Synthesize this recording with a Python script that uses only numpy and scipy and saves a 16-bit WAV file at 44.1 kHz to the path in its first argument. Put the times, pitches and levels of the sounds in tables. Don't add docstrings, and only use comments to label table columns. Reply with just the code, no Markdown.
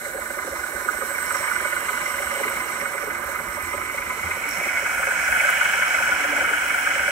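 import sys
import numpy as np
from scipy.fft import rfft, irfft, next_fast_len
from scipy.io import wavfile
from scipy.ndimage import map_coordinates

SR = 44100
rng = np.random.default_rng(int(sys.argv[2]) if len(sys.argv) > 2 else 0)


def digitize_waveform(pressure):
    field = np.atleast_2d(pressure).T
    bounded = np.clip(field, -1, 1)
    quanta = np.round(bounded * 32767).astype(np.int16)
    wavfile.write(sys.argv[1], SR, quanta)


N = 313531
SHAFT_HZ, SWITCH_HZ, MAINS_HZ = 23.92, 8000, 120
TIME = np.arange(N) / SR
TURNS = int(N / SR * SHAFT_HZ) + 1
FFT_SIZE = next_fast_len(N + SR // 8)
HZ = np.fft.rfftfreq(FFT_SIZE, 1 / SR)

# time in seconds, the nozzle's share (0-1) of the rings, of the hiss.
NOZZLE_SHARE = [(0, 0.02, 0.033), (3.9, 0.13, 0.03), (4.3, 0.3, 0.093), (4.45, 0.7, 0.17),
                (4.53, 0.57, 0.5), (5, 0.73, 0.79), (5.4, 0.84, 0.83), (7.11, 0.82, 0.83)]
# time in seconds, left minus right in dB for the rings, for the hiss.
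HAND_SWING = [(0, 2, 1.5), (1, 0, -1), (2, 0, 0.5), (3, -0.5, -0.5), (3.75, -0.5, -3.5), (4.3, 0, -0.5),
              (5, -.5, -1.5), (5.8, 0.5, 3.5), (7.11, -0.5, 4.5)]
# frequency in Hz,
# left minus right in dB, how far left leads in radians, how alike they are (0-1).
STEREO_SIDE = [(60, -2, 0.5, 1), (202, -7, -0.3, 0.99), (425, -3, -0.7, 0.9), (630, -9, -1.2, 1),
               (980, -6, 0.1, 1), (1605, -20.5, 2.5, 0.81), (2250, 0, 1.88, 0.87), (3860, 6.5, 1.6, 0.14),
               (5730, -10, 0.84, 0.07), (6820, -4.5, 0.5, 0), (9610, 0, -0.3, 0), (12000, -11.5, 1.3, 0),
               (14500, -14.5, 0.41, .05)]
STEREO_NOZZLE = [(60, 7, -0.49, 0.55), (200, 5.5, 0.85, 0.84), (500, 1.5, 0.89, 0.81), (780, 2.5, -0.53, 1),
                 (1100, -6, -1.6, 0.14), (1515, 1.5, -2.04, 0.93), (2120, -9.5, -0.55, 0.48),
                 (4100, 1, -1.1, 0.15), (7750, -7, -1, 0.03), (14570, 1, -0.21, .05)]

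# time in seconds, level in dB.
MAINS_LEVELS = [(0, -66), (.7, -64), (2.5, -61), (4.4, -60.5), (5, -66), (7.11, -60)]
DRONE_LEVELS = [(0, -50.5), (.6, -52), (1.2, -50.5), (1.8, -49.5), (2.5, -50), (3.2, -49.5), (3.9, -50),
                (4.6, -50.5), (5.3, -49), (5.6, -51), (6, -49), (6.6, -51), (7.11, -50)]
RASP_LEVELS = [(0, -68), (.5, -51), (.9, -55), (1.2, -50), (1.45, -43.5), (1.75, -56), (2.0, -49),
               (2.15, -45), (2.5, -51), (2.9, -50), (3.3, -56), (4.0, -52.5), (4.45, -52.5), (4.53, -43),
               (4.75, -49), (5.0, -53), (5.4, -49.5), (6.1, -45), (6.6, -48), (7.11, -46)]
# frequency in Hz, relative level in dB.
DRONE_COLOUR = [(24, -23), (42, 2), (60, 0), (85, -3.5), (102, -11), (130, -18), (150, -4.5), (210, -4.5),
                (260, -4.5), (340, -53), (570, -120)]
HISS_COLOUR_SIDE = [(1940, -46), (3300, -26), (3550, -11.5), (4090, -5.5), (4600, -14.5), (5050, -17.5),
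                    (5750, -9.5), (6240, -9.5), (6850, -9), (7570, -1), (7800, -1.5), (8000, -2.5),
                    (10400, -7.5), (17600, -120)]
HISS_COLOUR_NOZZLE = [(1940, -33), (3300, 11), (3690, -38), (4020, 11), (4310, -3), (4550, 5), (4750, 0),
                      (5000, 8.5), (5420, 13.5), (5970, 7), (6430, 16), (7000, 9.5), (8000, 14.5),
                      (10400, -49), (17600, -120)]
SIZZLE_COLOUR_SIDE = [(4880, -30), (8300, -16), (8390, -21), (8460, -6), (10900, -7), (12300, -1),
                      (13400, -11.5), (15700, -13.5)]
SIZZLE_COLOUR_NOZZLE = [(4880, -38), (8300, -3), (8460, -5), (9260, -0.5), (9710, -9), (10100, -6),
                        (10350, -3), (10700, -9), (11600, -9), (12600, -17), (13200, -10), (13800, -20),
                        (14200, -9), (14900, -14), (15700, -6.5)]
TICK_COLOUR = [(6000, -36), (9000, 3), (12000, 4), (14000, -2), (16000, -15)]
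# multiple of the shaft speed, dB added to DRONE_LEVELS.
SHAFT_TONES = [(2, -10), (3, -11)]
# start in seconds, level in dB, pitch in Hz, seconds to fade by 60 dB.
COUNTER_THUMPS = [(0.21, -39, 69, 0.15), (0.511, -37, 64.7, 0.13), (0.586, -38, 65, 0.18),
                  (0.747, -36, 59, 0.18), (1.312, -42, 82, 0.18), (1.958, -43, 70, 0.2),
                  (2.26, -35, 70, 0.2), (2.547, -44, 64, 0.17), (3.09, -45, 70, 0.17),
                  (3.254, -37, 64, 0.18), (3.631, -34, 75.4, 0.29), (3.679, -38, 75, 0.17),
                  (3.767, -36.5, 86, 0.21), (4.24, -31, 83, 0.33), (4.255, -34.5, 173, 0.12),
                  (4.579, -32, 178, 0.075), (5.195, -37, 58.2, 0.18), (5.308, -37, 58, 0.22),
                  (6.397, -38, 67, 0.17), (7.0, -36.5, 70.6, 0.2)]
# time in seconds, level in dB of the upper, of the lower.
WHINE_LEVELS = [(0, -52, -52), (0.08, -45, -53), (0.34, -45, -50), (0.48, -60, -53), (0.65, -45, -57),
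                (0.9, -43, -59), (1.1, -39, -50), (1.3, -36, -53), (1.5, -38, -60), (1.75, -40, -47),
                (2, -44, -46), (2.15, -40, -47), (2.35, -39, -51), (2.6, -42, -62), (2.8, -41, -53),
                (2.95, -43, -64), (3.12, -50, -65), (3.3, -50, -65), (3.55, -44, -65), (3.75, -43, -64),
                (4, -48, -57), (4.15, -49, -65), (4.3, -49, -56), (4.5, -55, -48), (4.65, -47, -59),
                (4.85, -47, -63), (5.1, -41, -61), (5.25, -47, -51), (5.4, -50, -64), (5.6, -59, -60),
                (5.9, -64, -52), (6.15, -52, -57), (6.4, -49, -61), (6.6, -49, -56), (6.9, -45, -51),
                (7.1, -47, -52)]
# steps of the shaft speed above SWITCH_HZ, level in dB.
FAINT_WHINES = [(0, -62), (8, -67)]
# time in seconds, level in dB of the hiss, of the sizzle above it.
HISS_LEVELS = [(0.0, -46, -45), (0.93, -44, -43), (1.35, -41.5, -42), (2.55, -43, -42.5),
               (3.17, -46.5, -45.5), (3.9, -47, -46.5), (4.44, -44, -46), (4.53, -43.5, -44),
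               (5.0, -43.5, -41.5), (5.64, -38.5, -38.5), (6.06, -40.5, -41.5), (6.46, -42.5, -40.5),
               (7.11, -42, -41.5)]
# time in seconds, level in dB.
THIN_TICKS = [(1.228, -33), (1.326, -30), (1.617, -37), (1.807, -36), (2.262, -43), (2.406, -45),
              (2.5, -35), (3.078, -38), (3.245, -39), (3.539, -39), (3.625, -36), (4.491, -32),
              (4.795, -39), (5.354, -36), (5.506, -33), (7.085, -36)]

# pitch in Hz, width in Hz, strength in dB from the side, at the nozzle.
SEAL_MODES = [(5620, 340, 3, 3), (5900, 250, -6, -4)]
PLATE_MODES = [
    [(236, 11.7, -1, -2), (290.7, 8.5, -9, 12), (344.8, 29, 3.5, -6), (452, 71, -3, -1)],
    [(560, 68, 3, -0.5), (648, 67, -2.5, 3.5), (735, 117, -6.5, 5), (850, 200, -12.5, -12)],
]
HOUSING_MODES = [
    [(918, 40, -7, 3.5), (1012.7, 19.4, 4.5, 1), (1181, 92, 0.5, -10.5), (1257.4, 41, 3, 0),
     (1345, 26, -52, 15)],
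    [(1463, 55, 5.5, 4), (1636, 53, -1.5, 0), (1720, 35, -3, -5), (1822, 56, 0, -9.5)],
    [(2047, 60, 3.5, -7), (2201, 26, 2, -0.5), (2253, 36, -0.5, 1.5), (2516, 133, -25.5, -7)],
    [(2784, 155, 0.5, -3), (2972, 65, 2, 8), (3082, 32, -1, 6.5), (3250, 124, -6, -0.5)],
]
# time in seconds, level in dB of the plate's low rings, of its high rings.
PLATE_LEVELS = [(0, -47, -41.5), (0.4, -44.5, -41.5), (1.8, -47, -42), (2.5, -45, -39), (3.1, -46.5, -42.5),
                (3.9, -47, -46.5), (4.7, -49.5, -41.5), (5.5, -51.5, -37), (5.95, -50.5, -39),
                (6.33, -42, -38.5), (6.7, -48, -40.5), (7.11, -48, -37.5)]
# time in seconds, level in dB and pitch in Hz of the high rings,
# extra dB and pitch in Hz of the low rings.
HARD_KNOCKS = [(0.071, -34, 563, -18, 448), (0.1525, -29, 530, -7, 450), (0.1892, -32, 558, -27.0, 447),
               (0.31, -34.8, 600, -28, 370), (0.3728, -36.5, 577, -7, 355), (0.483, -33.6, 530, -10, 423),
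               (0.5323, -31.5, 559, -18.6, 397), (0.7466, -36, 540, -4, 392), (0.7761, -33, 550, -18, 461),
               (0.9501, -39, 604, -19, 410), (1.0286, -30.2, 534, -8, 444), (1.112, -33.5, 570, -29, 374),
               (1.3229, -37.1, 536, -10, 445), (1.3597, -36, 566, -9, 411), (1.409, -33.5, 570, -33, 400),
               (1.62, -34, 530, -7, 395), (1.6569, -35, 610, -14, 410), (1.7383, -31, 590, -23, 388),
               (1.8247, -35.5, 554, -14.2, 430), (1.9102, -38, 537, -4.5, 415),
               (2.0777, -38, 566, -10, 407), (2.2076, -35, 576, -12.1, 386), (2.3318, -33, 554, -24, 445),
               (2.3696, -31, 560, -13.2, 419), (2.4109, -28, 540, -7.0, 433), (2.4587, -35.8, 607, 0, 419),
               (2.8307, -37, 566, -6.5, 420), (2.9525, -35, 548, -6, 423), (3.0355, -36, 568, -4, 449),
               (3.079, -36.5, 534, 0, 423), (3.2439, -36.5, 564, -17, 443), (3.2985, -33.5, 556, -17, 370),
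               (3.4076, -40, 572, -9, 410), (3.5812, -39.5, 585, -10, 427), (3.7468, -33.5, 563, -5.1, 383),
               (3.7855, -35.8, 620, -14.2, 378), (3.8304, -43, 540, -2.3, 384),
               (3.9512, -33, 564, -17, 410), (3.998, -40, 544, -26, 423), (4.2513, -41.5, 590, -7, 414),
               (4.294, -41, 600, -6, 404), (4.3716, -37.5, 558, -13, 456), (4.5957, -46, 573, -2, 370),
               (4.6116, -35, 606, -7, 370), (4.6648, -34, 576, -8, 380), (4.831, -36, 553, -9, 415),
               (5.0037, -37.5, 560, -22.0, 435), (5.0815, -37, 530, -7, 418), (5.4226, -35, 580, -15, 391),
               (5.4589, -29, 579, -34.0, 440), (5.7498, -31, 577, -16, 425), (5.9494, -32, 645, -27, 416),
               (6.006, -32, 570, -29.6, 462), (6.0938, -32, 576, -19.1, 374),
               (6.2516, -32.3, 567, -11, 351), (6.3339, -29, 590, -19, 368), (6.389, -31, 590, -17.7, 362),
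               (6.4223, -32, 536, -11.2, 355), (6.5097, -34.5, 532, -4.5, 420),
               (6.9655, -35.7, 552, -13.4, 382), (7.0076, -37, 570, -22.0, 336),
               (7.0913, -30.5, 556, -24.3, 408)]
# time in seconds, levels in dB of the housing's low, main and high rings.
HOUSING_LEVELS = [(0, -45, -37, -44), (0.42, -37.5, -37, -43.5), (0.95, -40.5, -35, -41),
                  (1.5, -33.5, -32.5, -35.5), (2, -36, -35.5, -38.5), (2.6, -35, -36.5, -36),
                  (3.3, -36.5, -36, -40.5), (3.9, -38, -42, -36.5), (4.2, -37.5, -40.5, -37.5),
                  (4.5, -37, -35.5, -33), (4.7, -39, -32.5, -30), (4.9, -37, -29.5, -33.5),
                  (5.4, -36, -25, -28), (6.24, -33, -28, -30.5), (7.11, -39.5, -28.5, -31)]
# time in seconds, level in dB.
TOP_RING_LEVELS = [(0.0, -61), (0.73, -57.5), (1.46, -49.5), (2.39, -46), (2.99, -55), (3.32, -56),
                   (5.11, -46.5), (5.56, -37.5), (6.08, -41), (7.11, -40.5)]
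# time in seconds, level in dB and pitch in Hz of the main rings,
# extra dB of the low rings, extra dB and pitch in Hz of the high rings.
HARD_SCRAPES = [(0.0571, -33.5, 1520, -21, -4, 2120), (0.1391, -36, 1500, -23, -13, 2130),
                (0.1793, -33, 1560, -7, -22.8, 2108), (0.265, -29, 1506, -11, -15, 2120),
                (0.3472, -34, 1510, -19, -11, 2110), (0.391, -29, 1570, -5, -8.1, 2112),
                (0.43, -29.5, 1540, -4.2, -7, 2030), (0.5637, -42.5, 1495, 7, -1, 2051),
                (0.5977, -37, 1602, 1.6, -2, 2066), (0.642, -27, 1470, -19, -17, 2041),
                (0.6703, -29, 1500, -10.6, -21, 2157), (0.7655, -28, 1530, -14, -24.8, 2100),
                (0.807, -26, 1535, -17, -18, 2060), (0.8494, -30, 1544, -25, -11, 2240),
                (0.8893, -20.5, 1482, -2, -19, 2150), (0.9353, -33, 1527, -2, -6, 2083),
                (0.9755, -31.9, 1505, 0, -8, 2159), (1.0176, -37, 1500, 9.5, -1.4, 2102),
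                (1.1004, -30, 1470, -18, -20, 2110), (1.1504, -34, 1490, -15, -1, 2270),
                (1.1859, -26.8, 1520, -22.2, -5.4, 2140), (1.229, -26, 1484, -11, -28, 2157),
                (1.3097, -25.6, 1520, 1, -12.6, 2090), (1.3521, -21, 1570, -5, -9.1, 2060),
                (1.4449, -29.5, 1560, -12, 0, 2160), (1.48, -28, 1548, -14, -1, 2250),
                (1.5177, -22.5, 1470, -10, -18.7, 2174), (1.562, -20, 1510, -26, -8, 2150),
                (1.65, -29, 1440, -1, -4, 2200), (1.7304, -24.3, 1474, -22.6, -12, 2060),
                (1.7697, -23, 1490, -11, -17, 2099), (1.8934, -25, 1490, -0.7, -3.5, 2136),
                (1.937, -34, 1506, 3.8, -6, 2181), (1.978, -30, 1491, -21.3, -10.0, 2030),
                (2.0153, -32, 1510, 2.8, 2.5, 2224), (2.0634, -37.5, 1530, 2, 6, 2080),
                (2.1056, -36, 1477, 3, -8, 2110), (2.1479, -27.5, 1500, -15.2, -10, 2100),
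                (2.1903, -30.5, 1520, -12, -1.8, 2150), (2.2295, -27.5, 1510, -16, -12.6, 2100),
                (2.272, -30.5, 1546, -8, -13, 2057), (2.313, -33.5, 1560, 5.5, -4, 2120),
                (2.4405, -25, 1530, -3, -2, 2050), (2.4851, -32.5, 1470, -10, 7, 2124),
                (2.5177, -26.5, 1521, -4.3, -19, 2120), (2.5694, -37.5, 1539, 7.1, 9.5, 2150),
                (2.6092, -35, 1520, -6, 2.5, 2080), (2.7313, -30.4, 1520, -15, -5, 2092),
                (2.8585, -29.5, 1460, -5, -4, 2160), (2.983, -31, 1520, -5, -3, 2124),
                (3.1086, -35, 1507, -20, 1.5, 2040), (3.152, -33.5, 1470, -1, 0, 2200),
                (3.187, -34, 1530, -15, -6, 2080), (3.3559, -33, 1550, 6, -2.9, 2091),
                (3.3932, -32, 1505, -3.3, -10.7, 2086), (3.6078, -39, 1470, -1, -6, 2050),
                (3.6918, -36, 1500, -4, -2.9, 2090), (3.7359, -42, 1538, 16, 8, 2130),
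                (3.7795, -40, 1540, 0, 3, 2150), (3.8994, -31.9, 1490, -7, -9, 2110),
                (3.983, -36.5, 1470, -4, 9.5, 2159), (4.0265, -33, 1530, -8, 1.6, 2139),
                (4.0682, -43, 1520, -13, 8, 2053), (4.1057, -36, 1510, 9, 4.5, 2050),
                (4.2353, -45, 1496, 8, 14, 2030), (4.2742, -28.5, 1478, -20.9, -3, 2110),
                (4.317, -33.5, 1460, -13, 11, 2100), (4.3579, -49, 1440, -3, 15, 2130),
                (4.4409, -32.7, 1490, -15, 6, 2180), (4.6072, -44, 1480, 9, 8, 2270),
                (4.6482, -45, 1506, -7.2, 17, 2210), (4.6865, -46, 1453, 4, 16, 2242),
                (4.7727, -27.5, 1504, -8.5, 2, 2216), (4.8644, -23.5, 1487, -8, -5, 2160),
                (4.905, -28.5, 1540, -6.3, -7, 2260), (4.9824, -27, 1460, -24.9, -10, 2230),
                (5.0318, -21.5, 1440, -5.2, -13, 2200), (5.0748, -21.5, 1460, -10, -15, 2290),
                (5.1151, -22, 1570, -15.2, -21, 2170), (5.2398, -21.5, 1600, -15, -17, 2150),
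                (5.2822, -19.5, 1550, -18, -20.2, 2250), (5.3269, -20, 1580, -19.9, -3.9, 2165),
                (5.4033, -25.5, 1454, -23.2, 6.5, 2222), (5.4497, -22, 1524, -13.7, -8, 2157),
                (5.4913, -18, 1510, -7, -13, 2180), (5.616, -21, 1520, -5.7, -6, 2147),
                (5.6578, -16, 1530, -21, -10, 2190), (5.7402, -24.5, 1560, -11, 2, 2140),
                (5.8248, -21, 1550, -7, -10, 2100), (5.8662, -23, 1550, -9, -10.3, 2100),
                (5.9475, -26.8, 1520, -6.5, -1, 2110), (5.9893, -21.5, 1570, -17, -22, 2116),
                (6.0321, -23, 1495, -9.0, -2, 2160), (6.1226, -22.5, 1460, -18, -11, 2284),
                (6.204, -24, 1470, -22, -10.9, 2150), (6.3709, -24.5, 1510, -17, -5, 2218),
                (6.4096, -25, 1478, -17, -2.3, 2240), (6.4493, -24, 1478, -3, -17, 2100),
                (6.4947, -24, 1510, -17, -7.2, 2100), (6.5377, -23.5, 1470, -11, -11, 2107),
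                (6.7068, -24.5, 1430, -7, -4, 2229), (6.7466, -28, 1456, -13, -2, 2270),
                (6.7919, -23, 1550, -22, -5, 2210), (6.873, -15, 1585, -10, -18, 2240),
                (6.9095, -23.2, 1500, -30, -14, 2230), (6.9969, -25.0, 1510, -14.5, -2, 2180),
                (7.0384, -21, 1500, -16.0, -22, 2211), (7.083, -22.1, 1600, -15, -8, 2270)]


def amp(db):
    return 10 ** (np.asarray(db) / 20)


def over_frequency(rows):
    hz, *columns = np.transpose(rows)
    return np.squeeze([np.interp(np.log(HZ + 1), np.log(hz + 1), column) for column in columns])


def over_time(rows):
    times, *columns = np.transpose(rows)
    return [np.interp(TIME, times, column) for column in columns]


def wobble(rate):
    return map_coordinates(rng.standard_normal(int(N * rate / SR) + 4), [TIME * rate])


def colours(side, nozzle):
    return amp(over_frequency(side)), amp(over_frequency(nozzle))


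def resonances(modes):
    low_hz, high_hz = 0.5 * modes[0][0], 2.1 * modes[-1][0]
    walls = 1 / (1 + (HZ / high_hz) ** 4) / (1 + (low_hz / (HZ + 1)) ** 4)
    filters = 0
    for k, (hz, width, *strengths_db) in enumerate(modes):
        peak = 1j * HZ * width / (hz ** 2 - HZ ** 2 + 1j * HZ * width)
        filters = filters + (-1) ** k * np.outer(amp(strengths_db), peak)
    return filters * walls


def stereo_filters(table):
    pan_db, lead, alike = over_frequency(table)
    spread = np.arccos(np.clip(alike, 0, 1)) / 2
    tilt = amp(pan_db / 2) * np.exp(0.5j * lead)
    return np.cos(spread) * np.array([tilt, 1 / tilt]), np.sin(spread) * np.array([tilt, -1 / tilt])


def noise_at(mic, envelope, filters, chatter=0):
    force = envelope * rng.standard_normal((2, N)) + chatter
    shared, differing = rfft(force, FFT_SIZE)
    blend = 0
    for colour, (same, apart), gain in zip(filters, *mic):
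        stereo = irfft(colour * (shared * same + differing * apart), FFT_SIZE)[:, :N]
        blend = blend + gain * stereo / np.std(stereo.mean(axis=0))
    return np.std(force) * blend


def bursts(times, levels_db, width_s, hz=None):
    offsets = np.arange(-SR // 30, SR // 30)
    spots = (times * SR).astype(int)[:, None] + offsets + SR
    widths = np.where(offsets < 0, 1.53 * width_s, width_s)
    shapes = np.outer(amp(levels_db), np.exp(-0.5 * (offsets / SR / widths) ** 2))
    if hz is not None:
        shapes = shapes * np.cos(2 * np.pi * np.outer(hz, offsets) / SR)
    return np.bincount(spots.ravel(), shapes.ravel(), N + 2 * SR)[SR:SR + N]


def each_turn(angle, db, scatter_db, width_s, jitter_s, hard_times=(-1,)):
    timing, strength = np.clip(rng.standard_normal((TURNS, 2)), -2, 1.6).T
    times = (np.arange(TURNS) + angle) / SHAFT_HZ + jitter_s * timing
    near_hard = np.abs(times[:, None] - np.asarray(hard_times)).min(axis=1) < 0.3 / SHAFT_HZ
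    contact = 4.5 + bursts(times, db + scatter_db * strength - 20 * near_hard, width_s)
    return contact / np.sqrt(np.mean(contact ** 2))


def rings(mic, modes, contact, level_db, times, hard_db, hz, width_s, chatter_db, turn_db):
    envelope = amp(level_db) * contact + bursts(times, hard_db - 7.5, width_s)
    hard_chatter = bursts(times, hard_db + chatter_db, width_s, hz)
    pitch = np.median(hz) * (1 + 0.025 * wobble(SHAFT_HZ))
    tone = np.cos(2 * np.pi * np.cumsum(pitch) / SR)
    turn_chatter = amp(level_db + turn_db) * (contact - contact.min()) * tone
    return noise_at(mic, envelope, resonances(modes), hard_chatter + turn_chatter)


def mains_hum():
    return np.sqrt(2) * amp(over_time(MAINS_LEVELS)[0]) * np.sin(2 * np.pi * MAINS_HZ * TIME)


def thumps():
    track, t = np.zeros(N + SR), np.arange(SR // 2) / SR
    attack = 1 - np.exp(-t / 0.0025)
    for start, db, hz, fade_s in COUNTER_THUMPS:
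        thump = amp(db - 60 * t / fade_s) * attack * np.sin(2 * np.pi * hz * t)
        track[round(start * SR):][:len(t)] += thump
    return track[:N]


def counter_drone(mic):
    level_db = over_time(DRONE_LEVELS)[0]
    throb = each_turn(0.54, db=7, scatter_db=7, width_s=0.0095, jitter_s=0.0024)
    envelope = amp(level_db - 2 - 0.1 * wobble(3.83)) * throb
    drone = noise_at(mic, envelope, colours(DRONE_COLOUR, DRONE_COLOUR))
    for multiple, db in SHAFT_TONES:
        gain = amp(level_db + db + 2.6 * wobble(4.94))
        drone += gain * np.sin(2 * np.pi * multiple * SHAFT_HZ * TIME + 0.52 * wobble(3.3))
    return drone


def drive_whine():
    drift = 0.5 * np.array([wobble(4.84), wobble(2.88)])

    def tone(steps, db):
        hz = SWITCH_HZ + steps * SHAFT_HZ
        return np.sqrt(2) * amp(db) * np.sin(2 * np.pi * hz * TIME + drift)

    upper_db, lower_db = over_time(WHINE_LEVELS)
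    upper = tone(4, upper_db + np.array([[-7], [4]]))
    lower = tone(-4, lower_db + np.array([[-2], [1]]))
    return upper + lower + sum(tone(steps, db + 4 * wobble(3.17)) for steps, db in FAINT_WHINES)


def bearing_hiss(mic):
    hiss_db, sizzle_db = over_time(HISS_LEVELS)
    hiss = noise_at(mic, amp(hiss_db + 1.07 * wobble(21)), colours(HISS_COLOUR_SIDE, HISS_COLOUR_NOZZLE))
    times, tick_db = np.transpose(THIN_TICKS)
    ticks = noise_at(mic, bursts(times, tick_db, width_s=0.001), colours(TICK_COLOUR, TICK_COLOUR))
    flicker = amp(sizzle_db + 0.79 * wobble(8.8) + 1.44 * wobble(190))
    sizzle = noise_at(mic, flicker, colours(SIZZLE_COLOUR_SIDE, SIZZLE_COLOUR_NOZZLE))
    return hiss + ticks + sizzle


def seal_rasp(mic):
    swell = np.cos(4 * np.pi * (SHAFT_HZ * TIME - 0.3) + 0.88 * wobble(2.96))
    level_db = over_time(RASP_LEVELS)[0] + 3.5 * (swell - 1) + 2.3 * wobble(30)
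    return noise_at(mic, amp(level_db), resonances(SEAL_MODES))


def plate_knocks(mic):
    low_db, high_db = over_time(PLATE_LEVELS)
    times, db, high_hz, low_extra, low_hz = np.transpose(HARD_KNOCKS)
    nozzle = np.interp(np.arange(TURNS) / SHAFT_HZ, *np.transpose(NOZZLE_SHARE)[:2])
    knock_db = 8.5 - 3 * nozzle
    low_knock = each_turn(0.69, db=3, scatter_db=10, width_s=0.0044, jitter_s=0.0037, hard_times=times)
    knock = each_turn(0.52, knock_db, scatter_db=5, width_s=0.0022, jitter_s=0.00062, hard_times=times)
    low = rings(mic, PLATE_MODES[0], low_knock, low_db, times + 0.00323, db + low_extra, low_hz,
                width_s=0.0056, chatter_db=-13.5, turn_db=-18)
    high = rings(mic, PLATE_MODES[1], knock, high_db, times - 0.003, db, high_hz,
                 width_s=0.0042, chatter_db=-16, turn_db=-22)
    return low + high


def blade_scrapes(mic):
    low_db, main_db, high_db = over_time(HOUSING_LEVELS)
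    times, db, main_hz, low_extra, high_extra, high_hz = np.transpose(HARD_SCRAPES)
    low_hz = np.full(len(times), 1265)
    force_db = 4.5 * np.clip(rng.standard_normal(TURNS), -2, 1.1)
    low_rub = each_turn(0.26, force_db - 2.5, scatter_db=11,
                        width_s=0.0021, jitter_s=0.0043, hard_times=times)
    main_rub = each_turn(0.31, force_db + 11, scatter_db=2,
                         width_s=0.002, jitter_s=0.0009, hard_times=times)
    high_rub = each_turn(0.25, force_db + 4, scatter_db=3,
                         width_s=0.003, jitter_s=0.002, hard_times=times)
    low = rings(mic, HOUSING_MODES[0], low_rub, low_db, times - 0.0021, db + low_extra, low_hz,
                width_s=0.0047, chatter_db=-16.5, turn_db=-15)
    main = rings(mic, HOUSING_MODES[1], main_rub, main_db, times - 0.0023, db, main_hz,
                 width_s=0.0025, chatter_db=-14, turn_db=-20)
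    high = rings(mic, HOUSING_MODES[2], high_rub, high_db, times - 0.0025, db + high_extra, high_hz,
                 width_s=0.0035, chatter_db=-13, turn_db=-31)
    top_rub = amp(over_time(TOP_RING_LEVELS)[0]) * high_rub ** 0.8
    return low + main + high + noise_at(mic, top_rub, resonances(HOUSING_MODES[3]))


def scene():
    views = stereo_filters(STEREO_SIDE), stereo_filters(STEREO_NOZZLE)
    shares = np.clip(over_time(NOZZLE_SHARE), 0, 1)
    mic, hiss_mic = [(views, np.sqrt([1 - share, share])) for share in shares]
    ring_pan, hiss_pan = [amp(np.outer([0.5, -0.5], db)) for db in over_time(HAND_SWING)]
    ringing = ring_pan * (blade_scrapes(mic) + plate_knocks(mic))
    hissing = hiss_pan * (bearing_hiss(hiss_mic) + seal_rasp(hiss_mic))
    return ringing + hissing + drive_whine() + counter_drone(mic) + thumps() + mains_hum()


def record(dry):
    bass_hz, top_hz = 38, 15760
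    passed = (HZ < top_hz) / (1 + (bass_hz / (HZ + 1)) ** 6)
    return irfft(rfft(dry, FFT_SIZE) * passed, FFT_SIZE)[:, :N]


dry = scene()
out = record(dry)
digitize_waveform(out)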